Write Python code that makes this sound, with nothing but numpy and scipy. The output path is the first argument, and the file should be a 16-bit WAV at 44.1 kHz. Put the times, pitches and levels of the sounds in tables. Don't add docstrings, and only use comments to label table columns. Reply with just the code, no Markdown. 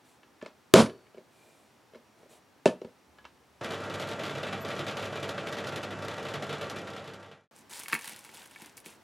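import sys
import numpy as np
from scipy import signal
from scipy.fft import rfft, irfft, next_fast_len
from scipy.io import wavfile

SR = 44100
rng = np.random.default_rng(int(sys.argv[2]) if len(sys.argv) > 2 else 0)


def generate_wav(signal):
    frames = np.transpose(np.atleast_2d(signal))
    scaled = np.clip(frames, -1, 1) * 32767
    pcm = np.round(scaled).astype(np.int16)
    wavfile.write(sys.argv[1], SR, pcm)


N = 398223

DRILL_IN_S, DRILL_OUT_S, BRUSH_IN_S = 3.61, 7.478, 7.511
# frequency in Hz, level in dB, t60 in seconds.
BENCH_MODES = [(111, -17.5, 0.034), (159, -11.5, 0.061), (225.5, -1.5, 0.042), (261, -7, 0.019),
               (369, -3, .07), (383, -2.5, 0.091), (444, 0, 0.075), (484, 0.5, 0.046), (582, 2.5, 0.048),
               (624, 1.5, .06), (659.4, -5, .05), (810, -13.5, 0.026), (934, -14, .05), (1300, -20, .04)]


def hammer():
    # frequency in Hz, level in dB, t60 in seconds.
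    steel_modes = [(3063, -6, .4), (4350, -3, .8), (4420, 0, .8), (4510, -1, .8), (4620, -2, .8),
                   (6137, -1, .6), (8040, -1, .6)]
    blow = knock(db=20, treble_db=-20.5, boom_db=-9.5, clatter_db=2, modes=steel_modes, modes_db=-51,
                 top_hz=9000, length_s=0.9)
    out = np.zeros(N)
    add(out, 0.7385, blow)
    return room_echo(out, echo_db=-42, t60_s=0.42)


def knock(db, treble_db, boom_db, clatter_db, modes, modes_db, top_hz, length_s):
    # frequency in Hz, density in dB.
    boom_spectrum = [(60, -28), (110, -12.5), (190, -7.5), (250, 2), (330, -8.5), (560, 0), (750, -12.5),
                     (1000, -18.5), (1400, -50.5)]
    # frequency in Hz, density in dB.
    clatter_spectrum = [(600, -25), (950, 0), (1400, -3), (2000, -11.5), (3300, -10), (6000, -14),
                        (10500, -18.5), (12000, -29), (14500, -32), (16000, -51.5)]
    t = np.arange(round(length_s * SR)) / SR
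    thud = ring(BENCH_MODES, t, spread_db=-4) * rise(t, 0.0011)
    boom = gain_of(boom_db) * dying_noise(boom_spectrum, len(t)) * rise(t, 0.0099)
    crack = noise(clatter_spectrum, len(t)) * np.exp(-t / 0.0028)
    clatter = gain_of(clatter_db) * dying_noise(clatter_spectrum, len(t))
    clack = gain_of(modes_db) * ring(modes, t, spread_db=5.5) * rise(t, 0.00066)
    treble = signal.lfilter(*signal.butter(3, top_hz, fs=SR), crack + clatter + clack)
    return gain_of(db) * (thud / abs(thud).max() + boom + gain_of(treble_db) * treble)


def drill():
    # frequency in Hz, density in dB.
    roar_spectrum = [(26, -50), (45, -11), (68, -14), (99, 0), (284, -1), (580, 2), (971, -8), (1340, -3),
                     (2080, -13), (3400, -21), (7470, -27.5), (9090, -38.5), (11100, -35), (14100, -78),
                     (16000, -73)]
    # frequency in Hz, width in Hz, level in dB.
    head_modes = [(144.6, 16, -18), (337, 14, -27), (452.6, 15, -16.5), (575.5, 25, -18),
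                  (652.3, 27, -19.5), (789.4, 11, -24), (905, 6.9, -23), (1159, 35, -22),
                  (1377, 6.8, -21.5), (1589, 20, -26), (1927, 51, -22), (2366, 20, -27), (2640, 32, -27.5),
                  (2985, 54, -29), (3402, 43, -29)]
    # frequency in Hz, relative level in dB.
    hum_tones = [(66.9, -27.5), (99.8, -15.5), (199.5, -18)]
    running_db, sag_db_per_s, fade_start_s = -35, -0.55, 6.72
    t = np.arange(DRILL_IN_S, DRILL_OUT_S, 1 / SR)
    fade = np.minimum((DRILL_OUT_S - t) / (DRILL_OUT_S - fade_start_s), 1) ** 1.04
    level = gain_of(running_db + sag_db_per_s * (t - t[0])) * fade
    rattle, jolt = belt_guard(t, level)
    head = resonant_noise(head_modes, len(t))
    hum = sum(gain_of(db) * np.sqrt(2) * np.sin(2 * np.pi * (hz * t + rng.random()))
              for hz, db in hum_tones)
    roar = gain_of(-5.5) * noise(roar_spectrum, len(t))
    out = np.zeros(N)
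    add(out, DRILL_IN_S, rattle + (level + jolt) * (roar + head) + level * hum)
    squeak_start_s, squeak_length_s, squeak_hz = 4.598, 0.048, 12000
    age = np.arange(round(squeak_length_s * SR)) / SR
    squeak = np.sin(2 * np.pi * squeak_hz * age) * np.hanning(len(age))
    add(out, squeak_start_s, gain_of(-51) * squeak)
    return out


def belt_guard(t, level):
    # time in seconds, treble peak in dB, low part against it in dB.
    rattles = [(3.6117, -50, 4.5), (3.6437, -36, 0), (3.705, -36.5, -1), (3.7334, -38.5, 0.5),
               (3.8013, -43.5, -2.5), (3.8357, -44.5, 1.5), (3.8975, -41.5, 2), (3.9394, -35.5, -2.5),
               (3.997, -32.5, -4.5), (4.02, -36, -0.5), (4.087, -34.5, -6), (4.1126, -39, 1),
               (4.1938, -40, 3), (4.2345, -34.5, -0.5), (4.2624, -37, -1), (4.2944, -38.5, 1),
               (4.3515, -40.5, 2), (4.3794, -41.5, 0.5), (4.4303, -37.5, 2.5), (4.4674, -40.5, 4.5),
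               (4.5264, -37, 3), (4.6483, -40, 2), (4.6828, -38.5, -4), (4.702, -38, 2), (4.7321, -44, -3),
               (4.7641, -42, 2), (4.7914, -35.5, 2), (4.8654, -36.5, 0), (4.88, -34.5, 0),
               (4.9084, -39.5, -3), (4.9686, -34.5, -1), (4.994, -38.5, 0), (5.025, -36, 0.5),
               (5.0539, -37, -4), (5.125, -43, 2), (5.1562, -40, 2.5), (5.228, -34, -1), (5.29, -33, -4),
               (5.3782, -43, 8), (5.468, -38.5, 1), (5.5243, -33.5, -4), (5.569, -39.5, 1.5),
               (5.5834, -38.5, 1.5), (5.6401, -43.5, 4.5), (5.67, -33, -5), (5.721, -42.5, 2.5),
               (5.7586, -32, -4.5), (5.8297, -36.5, -0.5), (5.906, -43.5, 3.5), (6.022, -40, -3),
               (6.0811, -37.5, -0.5), (6.112, -43.5, 1), (6.1786, -42, 2), (6.25, -40.5, 2),
               (6.2845, -38, -1), (6.3375, -34, 0), (6.4228, -36.5, -1.5), (6.4925, -38.5, 2.5),
               (6.5266, -36.5, 2), (6.611, -37.5, 0.5), (6.6394, -44.5, 0), (6.697, -33, -8),
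               (6.761, -39.5, 0.5), (6.871, -45, 3.5), (6.9341, -47.5, 0.5), (6.9631, -45.5, 4),
               (6.9934, -50, -1), (7.0414, -48, -1), (7.0754, -45.5, 0), (7.1342, -44, -6),
               (7.227, -51, 0.5), (7.2614, -57.5, 2), (7.3133, -53.5, 3)]
    pulley_hz, jitter_s = 33.9, 0.0023
    high_crest_db, low_crest_db = 11.5, 6
    rebound_s, rebound_db = 0.016, -6.5
    high_hits, low_hits = np.zeros((2, len(t)))
    turns_s = np.arange(0.02, t[-1] - t[0] - 0.02, 1 / pulley_hz)
    timing, force = rng.standard_normal((len(turns_s), 2)).T
    at = np.round((turns_s + jitter_s * timing) * SR).astype(int)
    high_hits[at] = level[at] * gain_of(-24 + 4.6 * force)
    low_hits[at] = gain_of(-1) * high_hits[at]
    for start_s, db, low_db in rattles:
        at = max(round((start_s - t[0]) * SR), 0) + np.array([0, round(rebound_s * SR)])
        pair_db = db + np.array([0, rebound_db])
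        high_hits[at] += gain_of(pair_db - high_crest_db)
        low_hits[at] += gain_of(pair_db + low_db - low_crest_db)
    # frequency in Hz, density in dB.
    guard_spectrum = [(500, -7), (900, -3), (2000, 1.5), (3500, 2), (5000, -9), (7500, -16), (8500, -21),
                      (11500, -21), (13000, -29), (15000, -33), (16000, -44)]
    hiss = rng.standard_normal(len(t))
    chips = grains(len(t), per_s=1500, spread_db=5)
    shake = colour(hiss + 0.5 * chips, guard_spectrum)
    dull = lowpass(shake, 4500)
    high = unit_rms(shake - dull) * hit_envelope(high_hits, t60_s=0.079)
    low = unit_rms(dull) * hit_envelope(low_hits, t60_s=0.23)
    return high + low, 1.7 * hit_envelope(low_hits, t60_s=0.13)


def hit_envelope(hits, t60_s):
    t = np.arange(6000) / SR
    power = gain_of(-120 * t / t60_s) * (1 + 0.56 * np.exp(-t / 0.036)) * rise(t, 0.0012)
    return np.sqrt(abs(signal.oaconvolve(hits ** 2, power)[:len(hits)]))


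def bench_knocks():
    # start in seconds, level in dB, treble against the thud in dB.
    knocks = [(0.232, -55.5, 4), (0.414, -59, 15.5), (0.425, -30.5, -16), (0.449, -49, -4),
              (0.461, -35.5, -5), (0.861, -33, -4), (0.897, -39, -6.5), (1.067, -58, -1),
              (1.145, -42.5, -16), (1.172, -41, -18), (1.18, -37.5, -17), (1.935, -44.5, -15),
              (1.947, -43, -9.5), (1.955, -39.5, -13), (2.229, -49, -16.5), (2.254, -51, -21),
              (2.657, -5, -16.5), (2.676, -24, -10), (2.816, -27, -23.5), (2.847, -32.5, -18),
              (2.878, -53, -19), (3.185, -54, 4), (3.244, -55, 4), (3.252, -48, 6)]
    # frequency in Hz, level in dB, t60 in seconds.
    handle_modes = [(1356, -6, 0.042), (1714, -3, 0.13), (2230, 10.5, 0.024), (2630, 2, 0.039),
                    (3018, -1, 0.052), (3980, -7.5, 0.032)]
    out = np.zeros(N)
    for start_s, db, treble_db in knocks:
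        add(out, start_s, knock(db, treble_db, boom_db=-15.5, clatter_db=-10, modes=handle_modes,
                                modes_db=2.5, top_hz=3480 + 101.5 * (db + 60), length_s=0.3))
    return out


def vice_taps():
    # start in seconds, clink peak in dB, tick and thud against it in dB.
    taps = [(7.7092, -45, -5, -7), (7.754, -43, -9, -26), (7.798, -50, 12, -29), (7.835, -46, 5, -11),
            (7.859, -33.5, -17, -24), (7.8827, -32.5, -2.5, -40), (7.898, -36, -14, -33),
            (7.9255, -23, -13, -14), (7.9298, -13, -19, -14.5), (7.9413, -27, -3.5, -3.5),
            (7.95, -22, -16, -23), (7.96, -30, -17, -15), (7.9908, -40, -3, -24), (8.011, -39, -7, -21),
            (8.0438, -37.5, -4, -24), (8.0767, -39.5, 1.5, -28), (8.094, -36.5, -4, -19),
            (8.1214, -42.5, -3, -3), (8.162, -46, 0.5, -24), (8.191, -48, 0, -16), (8.2483, -42.5, -4, -24),
            (8.291, -42, -15, -6), (8.3454, -48, 2, 1), (8.442, -47, -9, -22), (8.5113, -53, 2, -13),
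            (8.56, -36, -20, -26), (8.6195, -46.5, 1, 3), (8.66, -53, 5, -1), (8.4587, -50, 1, -25),
            (8.777, -43.5, -1, -40), (8.8019, -51, -1, -23), (8.8602, -40, -3.5, -2)]
    # frequency in Hz, density in dB.
    swarf_spectrum = [(3500, -5.5), (6000, -4.5), (8000, -4.5), (10000, 2), (12000, -5), (16000, -13)]
    # frequency in Hz, level in dB, t60 in seconds.
    vice_modes = [(924, -21, 0.17), (1133, -7, 0.035), (1374, -3, 0.02), (1597, -6.5, 0.042),
                  (1785, -2.5, 0.049), (1940, -2.5, 0.028), (2243, 2, 0.049), (2430, -2, 0.021),
                  (2670, 0.5, 0.021), (3220, -7.5, 0.025), (4040, -21, 0.046), (4500, -18.5, 0.055)]
    table_modes = [(133, -16, 0.14), (157, -6.5, 0.13), (220, -0.5, 0.091), (292, 0, 0.077),
                   (378, 0.5, 0.089), (467, -3, 0.089)]
    t = np.arange(8000) / SR
    out = np.zeros(N)
    for start_s, db, tick_db, thud_db in taps:
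        tick = noise(swarf_spectrum, len(t)) * (np.exp(-t / 0.0015) + 0.47 * np.exp(-t / 0.014))
        thud = ring(table_modes, t, spread_db=3) * rise(t, 0.003)
        clink = ring(vice_modes, t, spread_db=3) * rise(t, 0.0003)
        add(out, start_s, gain_of(db) * (clink + gain_of(tick_db) * tick + gain_of(thud_db) * thud))
    return out


def brush():
    # start and length in seconds, bristle and rub levels in dB.
    strokes = [(7.548, .09, -60, -68), (7.695, 0.2, -47, -50), (7.879, 0.16, -54.5, -49),
               (8.012, 0.19, -51, -49), (8.163, 0.32, -60, -58.5), (8.33, 0.19, -57.5, -58.5),
               (8.495, 0.17, -63, -60.5), (8.589, 0.16, -62, -58), (8.767, .03, -52, -62),
               (8.84, 0.14, -57, -56.5)]
    # frequency in Hz, density in dB.
    bristle_spectrum = [(290, -22), (500, -8), (649, -14.5), (919, -3.5), (1230, -17), (1460, -9),
                        (2040, -9), (9090, -3), (9920, -5), (13500, -11.5), (16000, -16)]
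    size = N - round(BRUSH_IN_S * SR)
    bright_level, rub_level = np.zeros((2, size))
    for start_s, length_s, bright_db, rub_db in strokes:
        push = swell(length_s, peak_share=0.3)
        add(bright_level, start_s - BRUSH_IN_S, gain_of(bright_db) * push)
        add(rub_level, start_s - BRUSH_IN_S, gain_of(rub_db) * push)
    snaps = np.zeros(size)
    for hz in np.geomspace(700, 14000, 12):
        clicks = grains(size, per_s=260, spread_db=4)
        snaps += unit_rms(resonate(clicks, hz, 0.22 * hz)) * np.sqrt(hz)
    bristles = colour(unit_rms(snaps) + 0.78 * rng.standard_normal(size), bristle_spectrum)
    rub = lowpass(bristles, 3500)
    out = np.zeros(N)
    add(out, BRUSH_IN_S, bright_level * unit_rms(bristles - rub) + rub_level * unit_rms(rub))
    return out


def slides():
    # start and length in seconds, hiss and scrape levels in dB.
    moves = [(0.039, 0.16, -68, -76), (1.302, 0.49, -69, -67.5), (2.17, 0.14, -77, -62.5),
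             (2.289, 0.12, -62, -59)]
    # frequency in Hz, density in dB.
    skin_spectrum = [(1180, -33), (2000, -8), (4120, -5.5), (5210, -13), (7570, -5.5), (10400, -9),
                     (16000, -22)]
    out = np.zeros(N)
    for start_s, length_s, hiss_db, scrape_db in moves:
        push = swell(length_s, peak_share=0.31)
        grit = grains(len(push), per_s=830, spread_db=-0.5)
        scrape = sum(gain_of(db) * resonate(grit, hz, width_hz=28) for hz, db, _ in BENCH_MODES[2:11])
        hiss = noise(skin_spectrum, len(push))
        add(out, start_s, push * (gain_of(hiss_db) * hiss + gain_of(scrape_db) * unit_rms(scrape)))
    return out


def faint_tones():
    # start and length in seconds, frequency and width in Hz, level in dB.
    squeal = (1.33, .3, 2400, 80, -71)
    drone = (3, 1.5, 69, 14, -66)
    out = np.zeros(N)
    for start_s, length_s, hz, width_hz, db in (squeal, drone):
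        push = swell(length_s, peak_share=0.31)
        band = resonate(rng.standard_normal(len(push)), hz, width_hz)
        add(out, start_s, gain_of(db) * push * unit_rms(resonate(band, hz, width_hz)))
    return out


def room_echo(x, echo_db, t60_s):
    # frequency in Hz, level in dB.
    echo_spectrum = [(100, 1.5), (400, -2.5), (1000, -3.5), (3000, -5), (6000, -12), (14000, -26.5)]
    t = np.arange(SR // 2) / SR
    tail = noise(echo_spectrum, len(t)) * gain_of(-60 * t / t60_s) * rise(t, 0.012)
    return x + gain_of(echo_db) * signal.oaconvolve(x, tail / np.linalg.norm(tail))[:N]


def stereo_spread(mid):
    # frequency in Hz, side against mid in dB.
    side_spectrum = [(60, -17), (150, -18.5), (380, -36), (950, -29.5), (2380, -20.5), (5980, -17.5),
                     (15000, -18.5)]
    t = np.arange(1500) / SR
    tail = rng.standard_normal(len(t)) * gain_of(-60 * t / 0.031)
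    side = colour(signal.oaconvolve(mid, tail / np.linalg.norm(tail))[:N], side_spectrum)
    return np.array([mid + side, mid - side])


def room_tone():
    # frequency in Hz, density in dB.
    hiss_spectrum = [(12, -42), (20, -24), (65, -8.5), (146, -10), (172, -12), (216, -7.5), (328, -9),
                     (542, -11.5), (642, -12.5), (849, -11.5), (1260, -15), (2260, -19.5), (3070, -22.5),
                     (5380, -26.5), (16000, -36.5)]
    # frequency in Hz, side against mid in dB.
    side_spectrum = [(60, -12.5), (240, -7), (950, -9.5), (3770, -9), (15000, -12.5)]
    t = np.arange(N) / SR
    hiss = noise(hiss_spectrum)
    whine = unit_rms(resonate(rng.standard_normal(N), hz=5670, width_hz=15))
    mid = hiss + gain_of(-22.5) * whine
    side = colour(noise(hiss_spectrum), side_spectrum)
    level = gain_of(-63) * (t < DRILL_IN_S) + gain_of(-60) * (t > BRUSH_IN_S)
    return level * np.array([mid + side, mid - side])


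def ring(modes, t, spread_db):
    hz, db, t60_s = np.transpose(modes)[:, :, None]
    share, detune, phase = rng.standard_normal((len(modes), 3)).T[:, :, None]
    polarity_cycles = np.arange(len(modes))[:, None] // 2 / 2
    cycles = hz * (1 + 0.014 * detune) * t + 0.12 * phase + polarity_cycles
    x = (gain_of(db + spread_db * share - 60 * t / t60_s) * np.sin(2 * np.pi * cycles)).sum(0)
    return x / abs(x).max()


def dying_noise(spectrum, size):
    # frequency in Hz, t60 in seconds.
    decay_times = [(100, 0.21), (300, 0.15), (600, 0.14), (1000, 0.16), (3000, 0.16), (8000, 0.15),
                   (11000, 0.2), (15000, 0.1)]
    hz, frames_s, bands = signal.stft(noise(spectrum, size), SR, nperseg=256)
    decay = gain_of(-60 * frames_s / value_at(decay_times, hz)[:, None])
    return signal.istft(bands * decay, SR, nperseg=256)[1][:size]


def resonant_noise(modes, size):
    padded = next_fast_len(size)
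    bins_hz = np.fft.rfftfreq(padded, 1 / SR)
    power = sum(gain_of(2 * db) / width_hz / (1 + (2 * (bins_hz - hz) / width_hz) ** 2) ** 2
                for hz, width_hz, db in modes)
    x = irfft(rfft(rng.standard_normal(padded)) * np.sqrt(power), padded)[:size]
    return unit_rms(x) * np.linalg.norm([gain_of(db) for _, _, db in modes])


def grains(size, per_s, spread_db):
    strength, chance, polarity = rng.random((size, 3)).T
    height = gain_of(spread_db * np.minimum(-np.log(strength + 1e-9), 5))
    return unit_rms(height * (chance < per_s / SR) * np.sign(polarity - 0.5))


def resonate(x, hz, width_hz):
    r = np.exp(-np.pi * width_hz / SR)
    return 2 * signal.lfilter([1 - r], [1, -r * np.exp(2j * np.pi * hz / SR)], x).real


def noise(spectrum, size=N):
    return unit_rms(colour(rng.standard_normal(size), spectrum))


def colour(x, spectrum):
    size = next_fast_len(len(x))
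    gain = gain_of(value_at(spectrum, np.fft.rfftfreq(size, 1 / SR)))
    return irfft(rfft(x, size) * gain, size)[:len(x)]


def value_at(table, hz):
    table_hz, values = np.transpose(table)
    return np.interp(np.log(hz + 1), np.log(table_hz + 1), values)


def lowpass(x, hz):
    return signal.sosfiltfilt(signal.butter(3, hz, fs=SR, output="sos"), x)


def smooth(x, tau_s):
    r = np.exp(-1 / (tau_s * SR))
    return signal.lfilter([1 - r], [1, -r], x)


def swell(length_s, peak_share):
    progress = np.arange(round(length_s * SR)) / (length_s * SR)
    return np.sin(np.pi * progress ** (np.log(0.5) / np.log(peak_share)))


def rise(t, tau_s):
    return 1 - np.exp(-t / tau_s)


def gain_of(db):
    return 10 ** (np.asarray(db) / 20)


def unit_rms(x):
    return x / np.sqrt(np.mean(x ** 2) + 1e-20)


def add(mix, start_s, sound):
    part = mix[round(start_s * SR):][:len(sound)]
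    part += sound[:len(part)]


def scene():
    blow = hammer()
    handling = bench_knocks() + slides() + faint_tones() + brush() + vice_taps()
    close = blow + room_echo(handling, echo_db=-20.5, t60_s=0.22) + drill()
    return stereo_spread(close) + room_tone()


def record(dry):
    threshold_db, release_db_per_s, ceiling, top_hz = -8.5, 370, 0.62, 16000
    heard = signal.sosfilt(signal.butter(3, 80, "high", fs=SR, output="sos"), dry)
    power_db = 10 * np.log10(smooth((heard ** 2).mean(0), tau_s=0.0064) + 1e-12)
    release_db = np.arange(N) * release_db_per_s / SR
    held_db = np.maximum.accumulate(power_db + release_db) - release_db
    over_db = np.maximum(held_db - threshold_db, 0)
    limited = heard / gain_of(smooth(over_db, tau_s=0.00046))
    clipped = ceiling * np.tanh((abs(limited) / ceiling) ** 3) ** (1 / 3) * np.sign(limited)
    output = signal.sosfilt(signal.butter(2, 55, "high", fs=SR, output="sos"), clipped)
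    treble_cut = signal.firwin(511, top_hz, window=("kaiser", 9), fs=SR)
    return signal.oaconvolve(output, treble_cut[None], "same")


dry = scene()
out = record(dry)
generate_wav(out)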